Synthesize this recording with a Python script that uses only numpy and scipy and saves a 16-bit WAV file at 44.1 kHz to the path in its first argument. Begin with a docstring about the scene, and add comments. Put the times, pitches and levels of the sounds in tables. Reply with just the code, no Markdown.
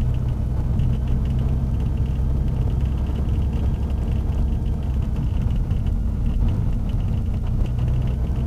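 """An engine drone, heard in the cabin of a taxiing six-cylinder piston aircraft.
It sinks to a lumpy idle after five seconds, then picks up; a thin alternator whine follows the crank.
The airframe rumbles, propeller wash and exhaust beat on the cabin, the panel electrics sing faintly.
A loose fitting chatters and jolts thud in the panels, among small chirps and dry crackles."""
import sys
import numpy as np
from scipy import signal
from scipy.fft import rfft, irfft
from scipy.io import wavfile
from scipy.ndimage import uniform_filter1d

SR = 44100
rng = np.random.default_rng(int(sys.argv[2]) if len(sys.argv) > 2 else 0)


def dump_mix(stems):
    """Bounce the given channels to the path in sys.argv[1] as a 16-bit WAV at rate SR."""
    frames = np.atleast_2d(stems).T  # one column per channel
    limited = np.clip(frames, -1, 1)  # hard clip at full scale
    pcm = np.round(limited * 32767).astype(np.int16)
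    wavfile.write(sys.argv[1], SR, pcm)


N = 373086
TIME = np.arange(N) / SR
HZ = np.fft.rfftfreq(N, 1 / SR)
FIRINGS_PER_TURN = 3
# brief level changes of wash and boom, mostly dips: t/s, change/dB
LULLS = [(.48, -4), (1.0, -8), (2.25, -2), (3.95, -4), (4.47, -7), (4.68, -7), (5.09, -3), (5.32, -6),
         (6.02, -11.5), (6.2, 2.5), (6.38, -11), (6.76, -4.5), (7.25, -6.5), (7.41, -13), (7.72, -3),
         (8.16, -9.5)]


def amp(db):
    """Decibels to gain."""
    return 10 ** (np.asarray(db) / 20)


def unit(x):
    """Scales to unit rms."""
    return x / np.sqrt(np.mean(x ** 2) + 1e-20)


def add(mix, s, sound):
    """Mixes a sound in at time s."""
    part = mix[max(round(s * SR), 0):][:len(sound)]
    part += sound[:len(part)]


def curve(table):
    """A (t/s, value) table at every sample."""
    return np.interp(TIME, *np.transpose(table))


def bumps(table, width_s):
    """One Gaussian per (t/s, height) row."""
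    return sum(height * np.exp(-((TIME - s) / width_s) ** 2) for s, height in table)


def colour(x, spectrum):
    """Filters x by a (f/Hz, gain/dB) table; unit rms."""
    hz, db = np.transpose(spectrum)
    gain = amp(np.interp(np.log(HZ + 1), np.log(hz), db))
    return unit(irfft(rfft(x) * gain, N))


def drift(rate_hz):
    """Smooth random signal, about rate_hz new values a second; unit rms."""
    knots = rng.standard_normal(4000)
    count = int(np.clip(rate_hz * N / SR, 2, 3990)) + 2
    smooth = signal.resample_poly(knots[:count], up=8, down=1)
    return unit(np.interp(np.linspace(0, len(smooth) - 1, N), np.arange(len(smooth)), smooth))


def throttle_closure(crank_hz):
    """0 under power, 1 at idle; the throttle leads the crank's inertia."""
    lag_s, power_hz, span_hz = .19, 21.51, 1.86
    demand_hz = crank_hz + lag_s * uniform_filter1d(np.gradient(crank_hz) * SR, SR // 4)
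    return np.clip((power_hz - demand_hz) / span_hz, 0, 1)


def cabin_gain(hz):
    """Cabin resonances lift whatever passes through them."""
    modes = [(225.3, 6.2, 12), (299.6, 7.3, 8.5), (456, 144, 13)]  # f/Hz, width/Hz, lift/dB
    return 1 + sum((amp(db) - 1) / (1 + (2 * (hz - centre) / width) ** 2) for centre, width, db in modes)


def engine_drone(turns, crank_hz, idle):
    """Three firings a turn give the main tone; unequal cylinders fill in the half orders."""
    octave = [(0, -26.5), (.3, -26.5), (.5, -30.5), (1.1, -29.5), (1.35, -26.5), (1.8, -29.5),
              (2.85, -28.5), (3.1, -37), (4.7, -34), (5.5, -39.5), (7.2, -38), (7.6, -31.5), (7.88, -21.5),
              (8.2, -33.5), (8.46, -30)]  # firing tone's octave: t/s, level/dB
    bed = [(1, -36), (5.5, -48), (9.5, -57), (12.5, -63), (17, -63), (21, -62.5), (26, -66), (31, -65.5),
           (36, -71.5), (41, -68)]  # weak orders: crank multiple, level/dB
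    orders = [(1, -43, -37), (1.5, -41, -38), (2, -35.5, -36), (3.5, -41, -45), (4, -41, -39),
              (4.5, -39.5, -32.5), (5, -40, -50), (6.5, -47, -52), (7, -50, -46), (7.5, -41.5, -40.5),
              (8, -45.5, -53), (9, -46, -43), (10, -42.5, -37.5), (10.5, -42, -47), (11, -55, -45),
              (11.5, -47, -47), (12, -62, -45), (13, -53, -62), (13.5, -49.5, -49.5), (14, -56, -56),
              (14.5, -59, -52), (15, -55, -60), (16, -56, -68), (16.5, -57, -61), (19, -58, -66),
              (20.5, -51.5, -65), (21.5, -56.5, -66), (22.5, -56.5, -66), (23.5, -63, -59),
              (28.5, -57.5, -63), (30, -58, -67), (33, -59, -68), (41, -64, -65)]  # strong orders: crank multiple, power level/dB, idle level/dB
    taxi_hz, firing_db_per_hz, scatter_db = 23.6, .47, 3.5

    def tone(order, flutter):
        """One crank order; the burns vary more at idle."""
        unevenness = 1 + flutter * (1 + 3 * idle) * drift(9)
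        return unevenness * np.sqrt(2) * np.sin(2 * np.pi * (order * turns + rng.random()))

    firing_db = -23.5 + firing_db_per_hz * (crank_hz - taxi_hz) - 3.5 * idle
    out = amp(firing_db) * tone(FIRINGS_PER_TURN, flutter=.03)
    out += amp(curve(octave)) * tone(2 * FIRINGS_PER_TURN, flutter=.08)
    strong = {order: levels for order, *levels in orders}
    for order in np.setdiff1d(np.arange(1, 42, .5), [FIRINGS_PER_TURN, 2 * FIRINGS_PER_TURN]):
        bed_db = np.interp(order, *np.transpose(bed)) + scatter_db * rng.standard_normal()
        power_db, idle_db = strong.get(order, (bed_db, bed_db - 3))
        gain = amp(power_db + (idle_db - power_db) * idle) * unit(cabin_gain(order * crank_hz))
        out += gain * tone(order, flutter=.09)
    return out


def airframe(idle, chug):
    """Wheels and engine mounts shake the cabin, which booms more at idle."""
    shake = [(0, -42), (.7, -38.5), (1.4, -39), (2.6, -33.5), (3.5, -34.5), (4.9, -30), (6.3, -24.5),
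             (7.1, -32), (8.46, -36)]  # rumble envelope: t/s, relative level/dB
    rumble_spectrum = [(5, -21), (14, -5), (25, -6), (40, 17.5), (52, 11.5), (70, 7), (110, -34),
                       (300, -80)]  # f/Hz, gain/dB
    boom_spectrum = [(6, -21), (20, 1.5), (30, 9.5), (60, -7.5), (85, 7.5), (115, 4.5), (150, -1),
                     (190, -5), (240, -8), (280, -17), (500, -52), (2000, -80)]  # f/Hz, gain/dB
    rumble = amp(curve(shake) + 2) * colour(rng.standard_normal(N), rumble_spectrum)
    boom = colour(rng.standard_normal(N), boom_spectrum)
    boom = unit(irfft(rfft(boom) * cabin_gain(HZ) ** .19, N))
    boom_db = -27 + 2.5 * idle + 2 * chug + 1.25 * drift(7.8) + bumps(LULLS, width_s=.049)
    return rumble + amp(boom_db) * boom


def alternator_whine(turns, crank_hz):
    """Belted to the crank: trembles with the belt, brightens with speed."""
    harmonics = [-61.5, -65, -76]  # from the fundamental up, at top speed: level/dB
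    cycles_per_turn, tilt_db_per_hz = 72, 1.1
    slip_turns = .0023 * drift(42)
    swell = amp(1.6 * drift(22))
    tilt_db = tilt_db_per_hz * (crank_hz - crank_hz.max())
    phase = 2 * np.pi * cycles_per_turn * (turns + slip_turns)
    return swell * sum(amp(db + (k - 1) * tilt_db) * np.sin(k * phase) for k, db in enumerate(harmonics, 1))


def exhaust_puffs(turns, idle):
    """Gain with one decaying puff per firing; strengths scatter more at idle."""
    decay_db, scatter_db = 3.5, 1.2 + .6 * idle
    firing, fraction = np.divmod(abs(turns) * FIRINGS_PER_TURN, 1)
    strength = rng.standard_normal(1000)[firing.astype(int)]
    return uniform_filter1d(amp(scatter_db * strength - decay_db * fraction), size=60)


def propeller_wash(turns, idle, chug):
    """Wash and exhaust beat on the cabin, throbbing with the uneven cylinders."""
    envelope = [(0, -42.5), (1.4, -42.5), (1.9, -43.5), (3.3, -42.5), (4.3, -42.5), (4.6, -44.5),
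                (6.1, -43.5), (6.8, -43.5), (7.35, -44), (7.8, -41.5), (8.46, -42)]  # t/s, level/dB
    throbs = [(1, .06), (1.5, .12), (2, .11), (2.5, .08)]  # modulation: crank multiple, depth
    spectrum = [(100, -33), (230, -7), (300, 4), (370, -1.5), (470, 1), (540, -6), (700, -3.5), (770, -8.5),
                (900, -4.5), (1120, -11.5), (1260, -10.5), (1700, -21), (2600, -24), (5000, -34),
                (10000, -48)]  # f/Hz, gain/dB
    level_db = curve(envelope) + .73 * drift(6.2) + chug + bumps(LULLS, width_s=.025)
    puffs = exhaust_puffs(turns, idle)
    throb = 1 + sum(depth * np.cos(2 * np.pi * (k * turns + rng.random())) for k, depth in throbs)
    gusts = amp(.5 * drift(20))
    return amp(level_db) * colour(puffs * throb * gusts * rng.standard_normal(N), spectrum)


def air_hiss(turns, pressure, idle):
    """Air noise flutters with the cabin's pressure swings and once per turn."""
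    spectrum = [(600, -24), (1800, 16.5), (3200, 16), (3700, 10.5), (5300, 11), (6100, 14), (7000, 9.5),
                (9000, 9), (13000, 7.5), (15000, 8.5), (16000, 5)]  # f/Hz, gain/dB
    flutter = (1 + .12 * unit(pressure) ** 2) * (1 + .07 * np.cos(2 * np.pi * turns))
    air = flutter * amp(.9 * drift(140)) * rng.standard_normal(N)
    return amp(-60 - .3 * idle) * colour(air, spectrum)


def electrics():
    """The panel's power converters switch in sharp edges: a faint, steady, high buzz."""
    combs = [(626.1, 2, 2, 1, -71), (626.1, 6, 11, 1, -81.5), (204.42, 19, 75, 2, -83.7)]  # f/Hz, first harmonic, last harmonic, step, relative level/dB
    out = np.zeros(N)
    for hz, first, last, step, db in combs:
        cycles = hz * TIME + rng.random()
        for k in range(first, last + 1, step):
            out += amp(db + 4.5) * (first / k) ** .5 * np.cos(2 * np.pi * k * cycles)
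    return out


def loose_fitting():
    """Each knock rings, scrapes and rebounds softly; the close walls reflect the ring."""
    knocks = [(0.009, -46, -51), (0.141, -42.5, -48), (0.285, -46, -52), (0.792, -43.5, -45),
              (0.816, -51, -50), (0.833, -46, -54), (0.93, -44, -51), (0.949, -47, -51),
              (1.076, -42.5, -47), (1.099, -52, -55), (1.118, -52, -51), (1.253, -42, -47),
              (1.302, -50, -42.5), (1.387, -45, -45), (1.487, -47, -49), (1.741, -49, -61),
              (1.801, -46, -45), (1.86, -48, -49), (1.972, -45, -53), (2.057, -45, -50), (2.083, -49, -52),
              (2.108, -50, -53), (2.13, -57, -55), (2.154, -46, -59), (2.48, -46, -46), (2.562, -49, -54),
              (2.612, -46, -55), (2.699, -46, -49), (2.805, -50, -44), (2.853, -45, -46.5),
              (2.882, -52, -53), (2.919, -50, -54), (2.976, -45, -56), (2.997, -54, -64),
              (3.065, -44.5, -48), (3.084, -51, -58), (3.107, -50, -54), (3.156, -44, -49),
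              (3.177, -47, -51), (3.252, -54, -61), (3.287, -46, -46), (3.333, -49, -46), (3.355, -49, -51),
              (3.418, -46, -53), (3.445, -49, -57), (3.529, -46, -45), (3.557, -42.5, -51),
              (3.591, -44.5, -51), (3.658, -49.5, -47), (3.74, -49, -47), (3.759, -53, -53),
              (3.827, -47, -47), (3.899, -45, -49), (3.976, -51, -57), (4.017, -48, -51), (4.077, -46, -55),
              (4.114, -45, -46), (4.156, -49, -49), (4.182, -47, -56), (4.321, -45, -46), (4.377, -49, -52),
              (4.479, -51, -57), (4.521, -48, -52), (4.551, -54, -56), (4.658, -47, -57), (4.677, -48, -54),
              (4.827, -46, -51), (4.858, -51, -55), (4.897, -49, -60), (4.939, -52, -46), (5.023, -46, -50),
              (5.042, -51, -51), (5.162, -46, -46), (5.227, -50, -54), (5.264, -49, -64), (5.289, -50, -58),
              (5.306, -48, -58), (5.337, -49, -60), (5.367, -44.5, -54), (5.416, -48, -44.5),
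              (5.505, -46, -45.5), (5.558, -45, -51), (5.708, -45.5, -47.5), (5.739, -52, -64),
              (5.764, -46, -53), (5.798, -54, -60), (5.865, -43, -48), (6.259, -47, -54), (6.292, -49, -61),
              (6.314, -51, -58), (6.337, -46, -54), (6.484, -41.5, -48), (6.727, -47, -50),
              (6.891, -41, -47), (7.002, -44.5, -52), (7.037, -53, -57), (7.08, -47, -50),
              (7.138, -49, -57), (7.173, -46, -56), (7.258, -49.5, -54), (7.339, -49.5, -47),
              (7.467, -43, -54), (7.658, -41.5, -42), (7.685, -51, -58), (7.786, -43.5, -47),
              (7.816, -47, -53), (7.88, -45.5, -45), (7.936, -53, -49), (7.959, -47, -53),
              (8.018, -45, -53), (8.073, -42.5, -50), (8.104, -45.5, -50), (8.137, -59, -47),
              (8.268, -47.5, -50), (8.357, -46, -52), (8.387, -50, -56), (8.403, -50, -50)]  # t/s, relative ring level/dB, relative scrape level/dB
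    modes = [(2050, -15, .035), (2240, -18, .035), (2500, -20, .03), (2740, -4.5, .04), (2870, 0, .02),
             (2990, -15, .04), (3190, -20, .04), (4690, -28, .045), (5080, -30, .035), (5930, -28, .04),
             (6150, -26, .045)]  # f/Hz, level/dB, t60/s
    reflections = [(.00094, 0), (.00133, -4), (.00205, -9), (.00308, -3), (.00569, 0), (.00693, -6),
                   (.00844, -8), (.01003, -9), (.01364, -10), (.01569, -8.5)]  # off windscreen, panel and walls: delay/s, level/dB
    grit_spectrum = [(500, -13), (1500, 4.5), (3000, 6.5), (4000, -10), (6200, -5), (9000, -11),
                     (15000, -16)]  # f/Hz, gain/dB
    rise_s, decay_s, buzz_decay_s = .0005, .004, .03
    rings, scrapes, t = np.zeros(N), np.zeros(N), np.arange(4000) / SR
    scrape = (1 - np.exp(-t / rise_s)) * (np.exp(-t / decay_s) + amp(-12.5) * np.exp(-t / buzz_decay_s))
    grains = rng.standard_normal(N) * amp(4 * rng.standard_normal(N // 16 + 1)).repeat(16)[:N]
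    walls = np.zeros(len(t))
    for delay_s, db in [(.00074, 0)] + reflections:
        walls[round(delay_s * SR)] = amp(db)
    for s, ring_db, scrape_db in knocks:
        ring = np.zeros(len(t))
        for hz, db, t60_s in modes:
            detune, share = rng.standard_normal(2)  # the contact point varies
            envelope = amp(db + 2.5 * share - 60 * t / t60_s)
            ring += envelope * np.sin(2 * np.pi * hz * t * (1 + .004 * detune))
        ring = signal.fftconvolve(ring, walls)[:len(t)]
        ring *= amp(ring_db - 1) / ring[:300].std()
        add(rings, s, ring)
        rebound_s = rng.uniform(.003, .016)
        add(rings, s + rebound_s, amp(-12) * ring)
        add(scrapes, s, amp(scrape_db + 1) * scrape)
    return rings + scrapes * colour(grains, grit_spectrum)


def panel_jolts():
    """Each jolt is a short dull knock of the cabin panels."""
    jolts = [(.095, -36), (.333, -34), (.575, -33), (.6, -37), (.905, -36), (.952, -35), (1.113, -36),
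             (1.271, -35), (1.419, -34), (1.534, -36), (1.822, -34), (2.192, -35), (2.304, -36),
             (2.371, -34), (2.536, -36), (2.625, -36), (2.676, -34), (2.716, -36), (2.988, -35), (3.1, -34),
             (3.152, -34), (3.189, -32), (3.575, -32), (3.636, -32), (3.907, -33), (4.027, -34),
             (4.207, -35), (4.294, -33), (4.392, -34), (4.74, -37), (4.881, -37), (4.971, -36),
             (5.049, -37), (5.161, -34), (5.491, -36), (5.558, -36), (5.654, -38), (5.864, -37),
             (5.898, -38), (6.099, -37), (6.475, -37), (6.508, -37), (6.547, -36), (6.699, -38),
             (6.877, -38), (6.918, -37), (7.085, -38), (7.12, -36), (7.345, -39), (7.611, -31),
             (7.65, -30.5), (7.796, -38), (7.884, -36), (8.064, -36), (8.108, -36), (8.247, -34)]  # t/s, relative level/dB
    # f/Hz, gain/dB
    spectrum = [(150, -8), (280, 7), (460, 4.5), (700, -2), (1100, -10), (1800, -20.5),
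                (4000, -27.5), (10000, -36.5)]
    envelope = bumps([(s, amp(db - 2.7)) for s, db in jolts], width_s=.0095)
    return envelope * colour(rng.standard_normal(N), spectrum)


def ticks_and_crackle():
    """Narrow chirps and dry crackles, many like a microphone overloading; wider bands are shorter."""
    ticks = [(.107, -56, 5000, 7000), (.192, -56, 6100, 1500), (.462, -59, 10500, 3000),
             (.605, -53.5, 5000, 7000), (.779, -57, 6000, 7000), (.963, -55, 4500, 6000),
             (1.667, -52, 3900, 650), (1.714, -52, 4500, 6000), (2.217, -56, 6000, 7000),
             (2.299, -58, 3000, 6000), (2.546, -57, 6000, 7000), (2.627, -57, 5000, 7000),
             (2.725, -55, 5000, 7000), (2.991, -60, 5000, 7000), (3.127, -56, 4500, 6000),
             (3.215, -58, 4000, 6000), (3.393, -53, 4000, 6000), (3.577, -58, 4500, 6000),
             (3.801, -55, 4800, 3000), (3.916, -54, 5000, 7000), (4.035, -52, 7500, 5000),
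             (4.128, -52, 6000, 7000), (4.212, -58, 6000, 7000), (4.3, -57, 5000, 7000),
             (4.346, -49, 6200, 1500), (4.425, -51, 4300, 2000), (4.627, -56, 3800, 6000),
             (4.742, -57, 5000, 7000), (4.847, -57, 6000, 7000), (4.972, -57, 5000, 7000),
             (5.054, -53, 3870, 5000), (5.245, -53, 5000, 7000), (5.44, -57, 6000, 7000),
             (5.79, -55, 5000, 7000), (5.927, -54, 6000, 7000), (6.248, -56, 5000, 7000),
             (6.362, -54, 5000, 7000), (6.544, -54, 6200, 3000), (6.567, -53, 5000, 7000),
             (6.711, -55, 6000, 7000), (6.745, -54, 5000, 7000), (6.932, -52, 5000, 7000),
             (7.127, -50.5, 3950, 900), (7.223, -57, 4500, 6000), (7.371, -51, 3700, 1500),
             (7.675, -55, 5000, 7000), (8.318, -55, 5000, 7000), (8.372, -55, 6000, 7000)]  # t/s, relative level/dB, f/Hz, width/Hz
    chirp_rise_s, chirp_width_hz = .0018, 2200
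    out, t = np.zeros(N), np.arange(2000) / SR
    for s, db, hz, width_hz in ticks:
        band = signal.iirpeak(hz, hz / width_hz, fs=SR)
        burst = unit(signal.lfilter(*band, rng.standard_normal(len(t))))
        shortness = np.clip(width_hz / chirp_width_hz, 1, 3)
        age = t * shortness / chirp_rise_s
        envelope = np.sqrt(shortness) * age * np.exp(1 - age)
        add(out, s - chirp_rise_s / 2, amp(db) * envelope * burst)
    return out


def scene():
    """The crank drives engine, alternator and propeller; uneven burns make the cabin chug at idle."""
    crank_speed = [(0, 20.75), (.4, 20.86), (.9, 21.2), (2.1, 21.88), (2.7, 21.97), (3.2, 22.22),
                   (4.55, 22.44), (4.8, 21.98), (5.35, 20.35), (5.75, 19.84), (6.3, 19.57), (7.15, 19.47),
                   (7.55, 19.88), (8.1, 20.92), (8.46, 21.78)]  # t/s, rotation rate/Hz
    crank_hz = curve(crank_speed)
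    idle = throttle_closure(crank_hz)
    chug = idle * drift(26)
    jitter_turns = .0008 * (1 + 2 * idle) * drift(20)
    turns = np.cumsum(crank_hz) / SR + jitter_turns
    pressure = engine_drone(turns, crank_hz, idle) + airframe(idle, chug)
    mix = pressure + alternator_whine(turns, crank_hz) + propeller_wash(turns, idle, chug)
    mix += air_hiss(turns, pressure, idle) + electrics()
    return (mix + panel_jolts() + ticks_and_crackle() + loose_fitting())[None]


def record(dry):
    """Rounds off the largest peaks, dulls the very top and limits the band."""
    ceiling, dull_hz, edge_hz = .33, 15700, 15600
    soft = dry / (1 + (dry / ceiling) ** 8) ** (1 / 8)
    dull = signal.firwin(21, dull_hz, fs=SR)
    edge = signal.firwin(511, edge_hz, window=("kaiser", 9), fs=SR)
    taps = np.convolve(dull, edge)
    padded = np.pad(soft[0], len(taps) // 2, "reflect", reflect_type="odd")
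    return signal.oaconvolve(padded, taps, "valid")[None]


dry = scene()
out = record(dry)
dump_mix(out)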